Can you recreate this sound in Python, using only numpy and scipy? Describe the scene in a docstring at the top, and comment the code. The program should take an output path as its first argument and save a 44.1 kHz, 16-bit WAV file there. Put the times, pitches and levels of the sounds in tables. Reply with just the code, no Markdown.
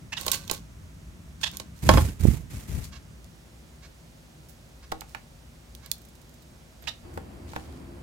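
"""Two small finches at china seed cups on a wooden tray, close to a stereo microphone in a quiet room.
One hops onto a cup, its claws clicking and the china ringing; the other takes off and lands with
a knock, its wings swishing and buffeting the microphone ports. Later a finch steps about on a hollow
ledge and taps with its beak. Short dry chips, pulses of the syrinx ringing in the throat, come
in between, over a low room rumble and faint hums."""
import sys
import numpy as np
from scipy import signal
from scipy.fft import rfft, irfft
from scipy.io import wavfile
from scipy.ndimage import uniform_filter1d

SR = 44100
rng = np.random.default_rng(int(sys.argv[2]) if len(sys.argv) > 2 else 0)


def generate_wav(sig):
    """Save sig (samples, or channels by samples) to the path in sys.argv[1] as 16-bit PCM at SR."""
    pcm = np.round(np.clip(np.atleast_2d(sig).T, -1, 1) * 32767).astype(np.int16)
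    wavfile.write(sys.argv[1], SR, pcm)


N = 354078
TIME = np.arange(N) / SR
AGE = np.arange(SR // 3) / SR  # seconds into one short sound
HZ = np.fft.rfftfreq(4096, 1 / SR)  # grid for filter curves

# Feet on the cups and tray; pan is always left minus right:
# start_s, claw_peak_db, tray_peak_db, pan_db, claw_tilt_db_per_octave
FOOTFALLS = [(0.211, -31, -44, -9, 7), (0.2641, -24, -30, -6, 7.5), (.280, -24, -30, -10, -3.5),
             (.316, -17.5, -43, -10, 3), (.478, -36.5, -50, -10, -1), (.497, -26, -36, -7.5, -7),
             (.512, -21.5, -27, -7.5, 3.5), (0.538, -33, -59, -6, 9), (1.598, -34, -38.5, -6.5, -2.5),
             (1.8897, -17, -6.5, -7.5, -6), (1.9361, -33, -18.5, -8, -7), (1.9714, -32.5, -17.5, -9, -10),
             (1.9784, -45, -18, -3.5, 7)]
# Steps and pecks on the hollow ledge: start_s, peak_db, pan_db, tilt_db_per_octave
LEDGE_KNOCKS = [(4.9216, -26.5, -1, -2.5), (5.017, -39, -7, 0.5), (5.1477, -33, -11, 6.5),
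                (7.1748, -31.5, -4, -2.5), (7.5338, -39.5, -1.5, 1.5), (7.5617, -29.5, -2.5, -0.5)]
# Bursts of flapping: start_s, length_s, beat_hz, swish_relative_db, draught_relative_db, draught_pan_db
FLIGHTS = [(1.822, 0.28, 27, -38.5, -14.5, -3), (2.194, 0.17, 29.3, -46.5, -17, -11),
           (2.499, 0.14, 32.5, -52, -33.5, 3), (2.676, 0.17, 29.5, -51, -27, 9.5)]
FIRST_BEAT_S = 0.012  # from the start of a burst to its first downstroke


def gain_of(db):
    """Decibels to amplitude."""
    return 10 ** (np.asarray(db) / 20)


def unit_rms(x):
    """Scales to rms 1."""
    return x / np.sqrt(np.mean(x ** 2) + 1e-20)


def flutter(count, size):
    """Random unevenness of rms 1, smoothed over size samples."""
    return unit_rms(uniform_filter1d(rng.standard_normal(count), size=size))


def curve(points, hz=HZ):
    """Interpolates a table on a log-frequency axis."""
    points_hz, values = np.transpose(points)
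    return np.interp(np.log(hz + 1), np.log(points_hz + 1), values)


def add(mix, start_s, sound):
    """Mixes in a stereo sound."""
    part = mix[:, round(start_s * SR):][:, :sound.shape[1]]
    part += sound[:, :part.shape[1]]


def colour(x, db):
    """Minimum-phase filter with the gain db on the grid HZ."""
    mirrored_db = np.r_[db, db[-2:0:-1]]
    log_gain = np.log(gain_of(np.maximum(mirrored_db, -100)))
    taps = np.fft.ifft(np.exp(signal.hilbert(log_gain).conj())).real
    return signal.oaconvolve(x, taps[None], axes=1)[:, :x.shape[1]]


def slope(tilt, top_hz=SR):
    """A tilt in dB per octave, flat in the bass and above top_hz."""
    return tilt * np.log2(np.clip(HZ, 400, top_hz) / 1000)


def sides(pan_db):
    """Left and right gains of mean 1."""
    left = np.atleast_1d(gain_of(pan_db))
    return 2 * np.array([left, np.ones_like(left)]) / (1 + left)


def placed(pair, db, pan_db):
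    """Pans a short sound and sets the level of its loudest 2.5 ms."""
    pair = pair * sides(pan_db)
    peak_power = uniform_filter1d(pair.mean(0) ** 2, size=110).max()
    return gain_of(db) * pair / np.sqrt(peak_power)


def air(spectrum, rms_db):
    """Steady room noise: the rumble is common to both microphone ports, the hiss much less so."""
    # Likeness of the two ports: frequency_hz, correlation
    likeness = [(60, 0.95), (130, 0.99), (290, 0.58), (640, 0.13), (1410, -0.052), (3100, -0.23),
                (6820, 0.79), (15000, 0.23)]
    # Lean of the noise to one side: frequency_hz, pan_db
    balance = [(100, 0.5), (380, 1.5), (1300, -1), (4400, -2.5), (15000, -10)]
    left, other = rfft(rng.standard_normal((2, N)))
    hz = np.fft.rfftfreq(N, 1 / SR)
    shared = np.clip(curve(likeness, hz), -1, 1)
    right = shared * left + np.sqrt(1 - shared ** 2) * other
    pair = irfft(np.array([left, right]) * gain_of(curve(spectrum, hz)) * sides(curve(balance, hz)), N)
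    return gain_of(rms_db) * pair / pair.mean(0).std()


def room_tone():
    """The room noise changes from place to place: beside the cups, at the ledge, behind the ledge."""
    # Noise spectrum at each place: frequency_hz, relative_db
    cups_air = [(15, -48), (25, -28), (36, -22.5), (55, 1.5), (130, -9), (166, -7), (335, -21.5),
                (531, -29), (659, -24), (714, -31), (1070, -30), (2410, -34), (4740, -39), (6050, -37),
                (16000, -48.5)]
    ledge_air = [(15, -49), (25, -49), (37, -14.5), (59, 3.5), (87, -10), (166, -6), (185, -16.5),
                 (242, -10), (277, -19), (354, -16), (416, -23), (545, -19), (1100, -27), (6380, -33),
                 (16000, -42.5)]
    behind_air = [(15, -40), (25, -34), (41, -10.5), (70, 2.5), (117, -8.5), (344, -13.5), (439, -20),
                  (695, -21.5), (1260, -28.5), (3160, -36), (3430, -39), (4490, -39), (5880, -42),
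                  (8590, -42.5), (16000, -50)]
    at_ledge = np.interp(TIME, [2.9, 3.4], [0, 1])
    behind = np.interp(TIME, [7.03, 7.05], [0, 1])
    return (np.sqrt(1 - at_ledge) * air(cups_air, rms_db=-45.5)
            + np.sqrt(at_ledge * (1 - behind)) * air(ledge_air, rms_db=-50)
            + np.sqrt(behind) * air(behind_air, rms_db=-42.5))


def hums(waver=0.4, fade_s=0.0087):
    """Thin tones in the room noise that waver in strength."""
    # Faint hums: start_s, end_s, pitch_hz, rms_db
    tones = [(0, 3.1, 161.5, -62), (7.04, 9.4, 258.7, -58.5), (7.04, 8.1, 345, -57), (7.04, 8.1, 3200, -82),
             (7.04, 8.1, 4700, -78.5)]
    out = np.zeros(N)
    for start, end, hz, db in tones:
        strength = 1 + waver * np.interp(TIME, np.linspace(0, TIME[-1], 60), rng.standard_normal(60))
        gate = np.clip(np.minimum(TIME - start, end - TIME) / fade_s, 0, 1)
        out += gain_of(db) * np.sqrt(2) * strength * gate * np.sin(2 * np.pi * hz * TIME)
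    return out


def throat(drive, centre_hz, width_hz=420):
    """The bird's throat: one resonance with a moving centre."""
    carrier = np.exp(2j * np.pi * np.cumsum(centre_hz) / SR)
    pole = np.exp(-np.pi * width_hz / SR)
    return (carrier * signal.lfilter([1 - pole], [1, -pole], drive / carrier + 1e-18)).real


def chips(arch=0.1055, jitter=0.081, rough=0.27, rasp=0.4):
    """Uneven syrinx pulses ring the throat, which glides up as the beak opens and down as it closes."""
    # Calls: start_s, length_s, rms_db, pan_db, throat_hz, glide_octaves
    calls = [(.12, 0.024, -34, -7.5, 2580, 0.44), (.166, 0.022, -34.5, -12, 3380, -0.66),
             (1.43, 0.019, -26, -42, 3280, 0.1), (1.454, 0.033, -36, -32, 3550, -.2),
             (2.917, 0.038, -51.5, -11, 3000, -.4), (2.945, 0.038, -52.5, -13, 3000, .4),
             (3.816, 0.061, -56, -9.5, 2460, .05), (4.82, 0.04, -58.5, -5, 2400, 0),
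             (5.814, 0.078, -58, -12, 2430, -.05), (6.87, 0.019, -32.5, -15, 3050, .6),
             (6.882, 0.0176, -35.5, -20, 3800, -0.2)]
    # Raspy skirt around the throat resonance: frequency_hz, gain_db
    skirt_colour = [(300, -71), (650, 7.5), (900, -2), (1300, 2.5), (2500, -5.5), (4500, -1), (6500, -4.5),
                    (9000, -11), (16000, 4)]
    band = signal.butter(2, [650, 7800], "bandpass", fs=SR, output="sos")
    effort_db = [-51.5, -40.5]  # from soft to loud, pitch rises and sound gathers in the throat
    out = np.zeros((2, N))
    for start, length, db, pan_db, throat_hz, glide in calls:
        pitch_hz = np.interp(db, effort_db, [564, 937])
        skirt_db = np.interp(db, effort_db, [17, -0.5])
        progress = np.clip(AGE / length, 0, 1)
        swell = np.sin(np.pi * progress)
        bend = 1 + arch * (swell - 1) + jitter * flutter(len(AGE), size=40)
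        cycles = np.cumsum(pitch_hz * bend) / SR
        pulses = unit_rms(sum(np.cos(2 * np.pi * k * cycles) for k in range(1, 15)))
        hiss = rng.standard_normal(len(AGE))
        drive = ((1 - rough) * pulses + rough * hiss) * swell
        ring = throat(drive, throat_hz * 2 ** (glide * (progress - 0.5)))
        skirt = colour((drive + rasp * hiss * swell)[None], curve(skirt_colour))[0]
        voice = signal.sosfilt(band, unit_rms(ring) + gain_of(skirt_db) * unit_rms(skirt))
        pair = np.array([np.roll(voice, shift=2), voice]) * sides(pan_db)
        rms = np.sqrt(np.sum(pair.mean(0) ** 2) / (length * SR))
        add(out, start, gain_of(db) * pair / rms)
    return out


def rustle(db, pan_db, decay_s, tilt, grain_db=4.5):
    """Grainy noise that swells and dies away; a short rustle also swells quickly."""
    # Spectrum of the rustle: frequency_hz, gain_db
    rustle_colour = [(300, -4.5), (1100, -6.5), (2000, -2.5), (4000, -0.5), (7000, -2.5), (10500, -8.5),
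                     (13500, -10), (16000, -11.5)]
    rise_s = min(0.63 * decay_s, 0.016)
    envelope = np.minimum(AGE / rise_s, np.exp((rise_s - AGE) / decay_s))
    grain = gain_of(grain_db * flutter(len(AGE), size=60))
    noise = rng.standard_normal((2, len(AGE))) * envelope * grain
    return placed(colour(noise, curve(rustle_colour) + slope(tilt)), db, pan_db)


def rustles():
    """Brief grainy rustles, and a faint hiss swelling just before the first wing burst."""
    # Swells of grainy noise: start_s, peak_db, pan_db, decay_s, tilt_db_per_octave
    swells = [(.175, -40.5, -7, 0.2, 0), (.325, -27.5, -8, .018, 1.5), (1.405, -42, -1, 0.059, 1),
              (1.522, -47, -8, 0.033, -1), (1.756, -53, -11, 0.085, 4.5), (2.077, -43, -7, .012, -2),
              (2.831, -43, 1, 0.018, 3.5), (4.483, -48.5, -10, 0.02, 8.5), (4.916, -34, -23, 0.005, -0.5),
              (5.074, -53.5, -6.5, 0.095, 3), (6.815, -49, -6.5, 0.12, -4), (7.126, -50.5, 2, 0.05, 7),
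              (7.469, -51, -1, 0.21, 0)]
    out = np.zeros((2, N))
    for start, *swell in swells:
        add(out, start, rustle(*swell))
    return out


def click(db, pan_db, decay_s, tilt, rise_s=0.0005, catch_db=4):
    """A hard tip skids for a few milliseconds, catching in tiny jolts, different at each port."""
    # Bright spectrum of the skid: frequency_hz, gain_db
    skid_colour = [(300, -35), (1100, -25.5), (2300, -5.5), (4000, 3.5), (5500, -1.5), (7000, 0.5),
                   (10500, -8), (13500, -3), (16000, -13)]
    jolts = gain_of(catch_db * flutter(len(AGE), size=12))
    envelope = (1 - np.exp(-AGE / rise_s)) * np.exp(-AGE / decay_s)
    skid = rng.standard_normal((2, len(AGE))) * jolts * envelope
    return placed(colour(skid, curve(skid_colour) + slope(tilt)), db, pan_db)


def claws(decay_s=0.0029, scuff_lag_s=0.005):
    """A claw clicks, then the toes scuff to rest; on the ledge there is only a faint tick."""
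    out = np.zeros((2, N))
    for start, db, _, pan_db, tilt in FOOTFALLS:
        add(out, start, click(db, pan_db - 3, decay_s, tilt))  # nearer the right port than the tray is
        add(out, start + scuff_lag_s, rustle(db - 17, pan_db, decay_s=0.026, tilt=0.32 * tilt))
    for start, db, pan_db, _ in LEDGE_KNOCKS:
        add(out, start, click(db - 15, pan_db, decay_s, tilt=1))
    return out


def knocks(blows, modes, contact_db, contact_s, left_lag_s):
    """Each blow is a rough contact and the ringing modes of the struck surface."""
    # Spectrum of the contact: frequency_hz, gain_db
    contact_colour = [(150, 4), (500, 1), (1100, 1.5), (1900, -3), (3200, -11), (6000, -29), (10000, -35),
                      (16000, -35)]
    age = np.maximum(AGE - np.array([[left_lag_s], [0]]), 0)  # the left port is farther away
    out = np.zeros((2, N))
    for start, db, pan_db, tilt in blows:
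        weights = rng.uniform(0.7, 1.3, (len(modes), 2, 1))
        ring = sum((-1) ** k * weights[k] * gain_of(mode_db - 60 * age / t60)
                   * np.sin(2 * np.pi * hz * age) for k, (hz, mode_db, t60) in enumerate(modes))
        noise = unit_rms(colour(rng.standard_normal(age.shape), curve(contact_colour)))
        contact = gain_of(contact_db) * noise * np.exp(-AGE / contact_s)
        blow = colour(ring + contact, slope(tilt, top_hz=2056))
        add(out, start, placed(blow, db, pan_db))
    return out


def tray_knocks(weight_lag_s=0.00157, tilt=-3):
    """Just after the claw touches, the bird's weight knocks the wooden tray."""
    # Modes of the tray: pitch_hz, level_db, t60_s
    modes = [(373, -15, 0.05), (505, -7.5, 0.072), (623.4, -9.5, 0.06), (847, -9, 0.076),
             (908, -7.5, 0.073), (1085.5, -0.5, 0.06), (1385, -14.5, 0.0718), (1490, -11, 0.016),
             (1778, -13.5, 0.06), (2060, -13, 0.0515), (2833, -10, .03), (3250, -3, 0.02),
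             (3400, -17, 0.08), (4980, -7.5, 0.044)]
    landings = [(start + weight_lag_s, db, pan_db, tilt) for start, _, db, pan_db, _ in FOOTFALLS]
    return knocks(landings, modes, contact_db=2.5, contact_s=0.0049, left_lag_s=0.000055)


def cups(touch, ring_db=-45, until_s=2.9, crossfeed=0.29):
    """Clicks, rustles and calls set the china cups ringing while the birds are on them."""
    # Modes of the cups: pitch_hz, relative_db, t60_s
    modes = [(559.5, 6.5, 0.084), (1110, 8.5, 0.11), (1160, 5.5, 0.095), (1560, 10.5, 0.044),
             (2930, -5.5, .04), (4492, 7, 0.023), (6934, 3, 0.057), (8880, 6.5, 0.041),
             (12570, -4.5, 0.0273)]
    ring = sum(gain_of(db - 60 * AGE / t60) * np.sin(2 * np.pi * hz * AGE) for hz, db, t60 in modes)
    touch = (touch + crossfeed * touch[::-1]) * (TIME < until_s)
    return gain_of(ring_db) * signal.oaconvolve(touch, ring[None], axes=1)[:, :N]


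def beak(nibbles=9, nibbles_per_s=15, nibble_from_s=5.98, fade_db_per_s=7):
    """The beak snaps shut; after the loudest snap it nibbles on unevenly, ever more softly."""
    # Dry snaps: start_s, peak_db, pan_db
    snaps = [(1.514, -42.5, -14), (1.5696, -30, -11), (3.2437, -52, -11), (5.008, -36.5, -15),
             (5.7501, -41, -20.5), (5.861, -40.5, -19.5), (5.9148, -20.5, -26.5)]
    out = np.zeros((2, N))
    for start, db, pan_db in snaps:
        add(out, start, click(db, pan_db, decay_s=0.0014, tilt=3))
    gaps = rng.uniform(0.5, 1.5, nibbles) / nibbles_per_s
    for age in np.cumsum(gaps) - gaps[0]:
        nibble = click(db=-54.5 - fade_db_per_s * age, pan_db=-15, decay_s=0.007, tilt=5)
        add(out, nibble_from_s + age, nibble)
    return out


def flapping(start, length, beat_hz, pass_share=0.47):
    """Time into a burst, time since the bird passed closest, and the wing cycle (+1 on a downstroke)."""
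    age = TIME - start
    return age, age - pass_share * length, np.cos(2 * np.pi * beat_hz * (age - FIRST_BEAT_S))


def wings(swish_db=5, beat_db=2, grain_db=2, attack_db_per_s=1500, release_db_per_s=231):
    """Feathers swish through each burst, loudest nearest the microphone, throbbing with the beat."""
    # Spectrum of the swish: frequency_hz, gain_db
    swish_colour = [(300, 4.5), (700, 2.5), (1500, -2.5), (2100, 2.5), (3000, -2.5), (5000, -3), (7200, 0),
                    (10500, -3), (14000, -3), (16000, -10.5)]
    strength = np.zeros((2, N))
    for start, length, beat_hz, db, _, pan_db in FLIGHTS:
        age, since_pass, beat = flapping(start, length, beat_hz)
        attack_db = attack_db_per_s * np.maximum(FIRST_BEAT_S / 2 - age, 0)
        release_db = release_db_per_s * np.maximum(age - length, 0)
        away_db = 5.5 * (np.minimum(abs(since_pass), length / 2) / 0.091) ** 2
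        pan = sides(-3 + 0.083 * pan_db)  # follows the draught's side only a little
        strength += gain_of(db - attack_db - release_db - away_db + beat_db * beat) * pan
    grain = flutter(N, size=100)
    swish = unit_rms(colour(rng.standard_normal((2, N)), curve(swish_colour)))
    return swish * strength * gain_of(swish_db + grain_db * grain)


def draught(flow_db=-2, unshared_db=-9, beat_db=2, arch_db=15, rise_s=0.019, low_cut_hz=42):
    """Air thrown by the wings rumbles on the ports; a direct stroke is a push followed by suction."""
    # Spectrum of the eddies: frequency_hz, gain_db
    eddy_colour = [(20, -30), (42, -19), (58, -0.5), (75, -3.5), (110, -14), (145, -13), (220, -20),
                   (400, -32.5), (800, -53.5), (2000, -54), (6000, -83)]
    # Wing strokes that hit a port: centre_s, right_level_db, pan_db, half_width_s
    puffs = [(1.9603, -7.5, -5, 0.004), (2.2541, -0.5, -28, 0.0022), (2.2871, -0.5, -25, 0.0043)]
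    noise = rng.standard_normal(N) + gain_of(unshared_db) * rng.standard_normal((2, N))
    eddies = colour(noise, curve(eddy_colour))
    eddies /= np.sqrt(uniform_filter1d(eddies ** 2, size=1800, axis=1) + 1e-12)  # an even flow
    out = np.zeros((2, N))
    for start, length, beat_hz, _, db, pan_db in FLIGHTS:
        age, since_pass, beat = flapping(start, length, beat_hz)
        gust = gain_of(-arch_db * (2 * since_pass / length) ** 2) * np.clip(age / rise_s, 0, 1)
        wake = gain_of(-7.5 - 100 * abs(since_pass)) * (since_pass > 0)  # stirred air lingers
        out += eddies * np.maximum(gust, wake) * gain_of(flow_db + db + beat_db * beat) * sides(pan_db)
    for centre_s, db, pan_db, half_width_s in puffs:
        offset = (TIME - centre_s) / half_width_s
        push_pull = -np.tanh(offset / 0.21) * np.exp(-offset ** 2)
        out += gain_of([[db + pan_db], [db]]) * push_pull
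    hz = np.fft.rfftfreq(N, 1 / SR)
    return irfft(rfft(out) / (1 + (low_cut_hz / (hz + 1)) ** 10), N)  # the microphone passes no deep bass


def ledge_knocks():
    """Steps and pecks sound the hollow ledge."""
    # Modes of the ledge: pitch_hz, level_db, t60_s
    modes = [(322, -14, 0.24), (469, -5.5, 0.073), (586, -7.5, 0.088), (777, 3, 0.052), (903, 2.5, 0.042),
             (1100, -1, 0.061), (1460, 0.5, 0.055), (1760, -9.5, 0.021), (2340, 3.5, 0.0049)]
    return knocks(LEDGE_KNOCKS, modes, contact_db=8.5, contact_s=0.0035, left_lag_s=0.00024)


def squeak(start_s=6.817, length_s=0.019, top_hz=13700, fall_hz_per_s=55000, db=-50):
    """A thin falling whistle leads into the last call."""
    out = np.zeros((2, N))
    age = AGE[AGE < length_s]
    tone = np.sin(2 * np.pi * np.cumsum(top_hz - fall_hz_per_s * age) / SR)
    swell = np.sin(np.pi * age / length_s) ** 2
    add(out, start_s, gain_of(db) * swell * tone * sides(pan_db=-12))
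    return out


def nearby(x):
    """Close surfaces comb the sound; the left port faces away and loses treble."""
    # First reflections from the table and nearby things: delay_s, level_db
    bounces = [(.0013, -33.5), (.0031, -25), (.0058, -19)]
    x = x + sum(gain_of(db) * np.roll(x, round(delay * SR), axis=1) for delay, db in bounces)
    shade_db = curve([(400, 1.35), (2000, 1.6), (14000, -3)])
    return np.array([colour(x[:1], shade_db)[0], x[1]])


def room(x, gap_s=0.0071):
    """Scattered reflections of a small room, the bass lingering longest."""
    # Reverberation time: frequency_hz, t60_s
    decay_times = [(150, 0.37), (1000, 0.16), (4000, 0.21), (14000, 0.13)]
    scatter = rng.standard_normal((2, len(AGE))) * (AGE > gap_s)
    hz, age, bands = signal.stft(scatter, SR, nperseg=256)
    decay = gain_of(-60 * age / curve(decay_times, hz)[:, None])
    tail = signal.istft(bands * decay, SR, nperseg=256)[1]
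    return signal.fftconvolve(x.mean(0)[None], tail / np.linalg.norm(tail[0]), axes=1)[:, :N]


def scene():
    """The finches close to the microphone, their faint reverberation, and the room tone behind."""
    patter = claws() + beak() + rustles()
    calls = chips() + squeak()
    tray, ledge = tray_knocks(), ledge_knocks()
    reverb = room(gain_of(-12.5) * patter + gain_of(-9) * calls
                  + gain_of(-9.5) * tray + gain_of(-7.5) * ledge)
    direct = nearby(patter + calls + tray + ledge + wings())
    china = cups(patter + gain_of(-27) * calls)
    return direct + china + reverb + draught() + room_tone() + hums()


def record(dry, edge_hz=16100):
    """Peaks beyond full scale overload; then the top treble is cut off."""
    low_pass = signal.firwin(401, edge_hz, window=("kaiser", 9), fs=SR)
    return signal.oaconvolve(np.clip(dry, -1, 1), low_pass[None], "same")


dry = scene()
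out = record(dry)
generate_wav(out)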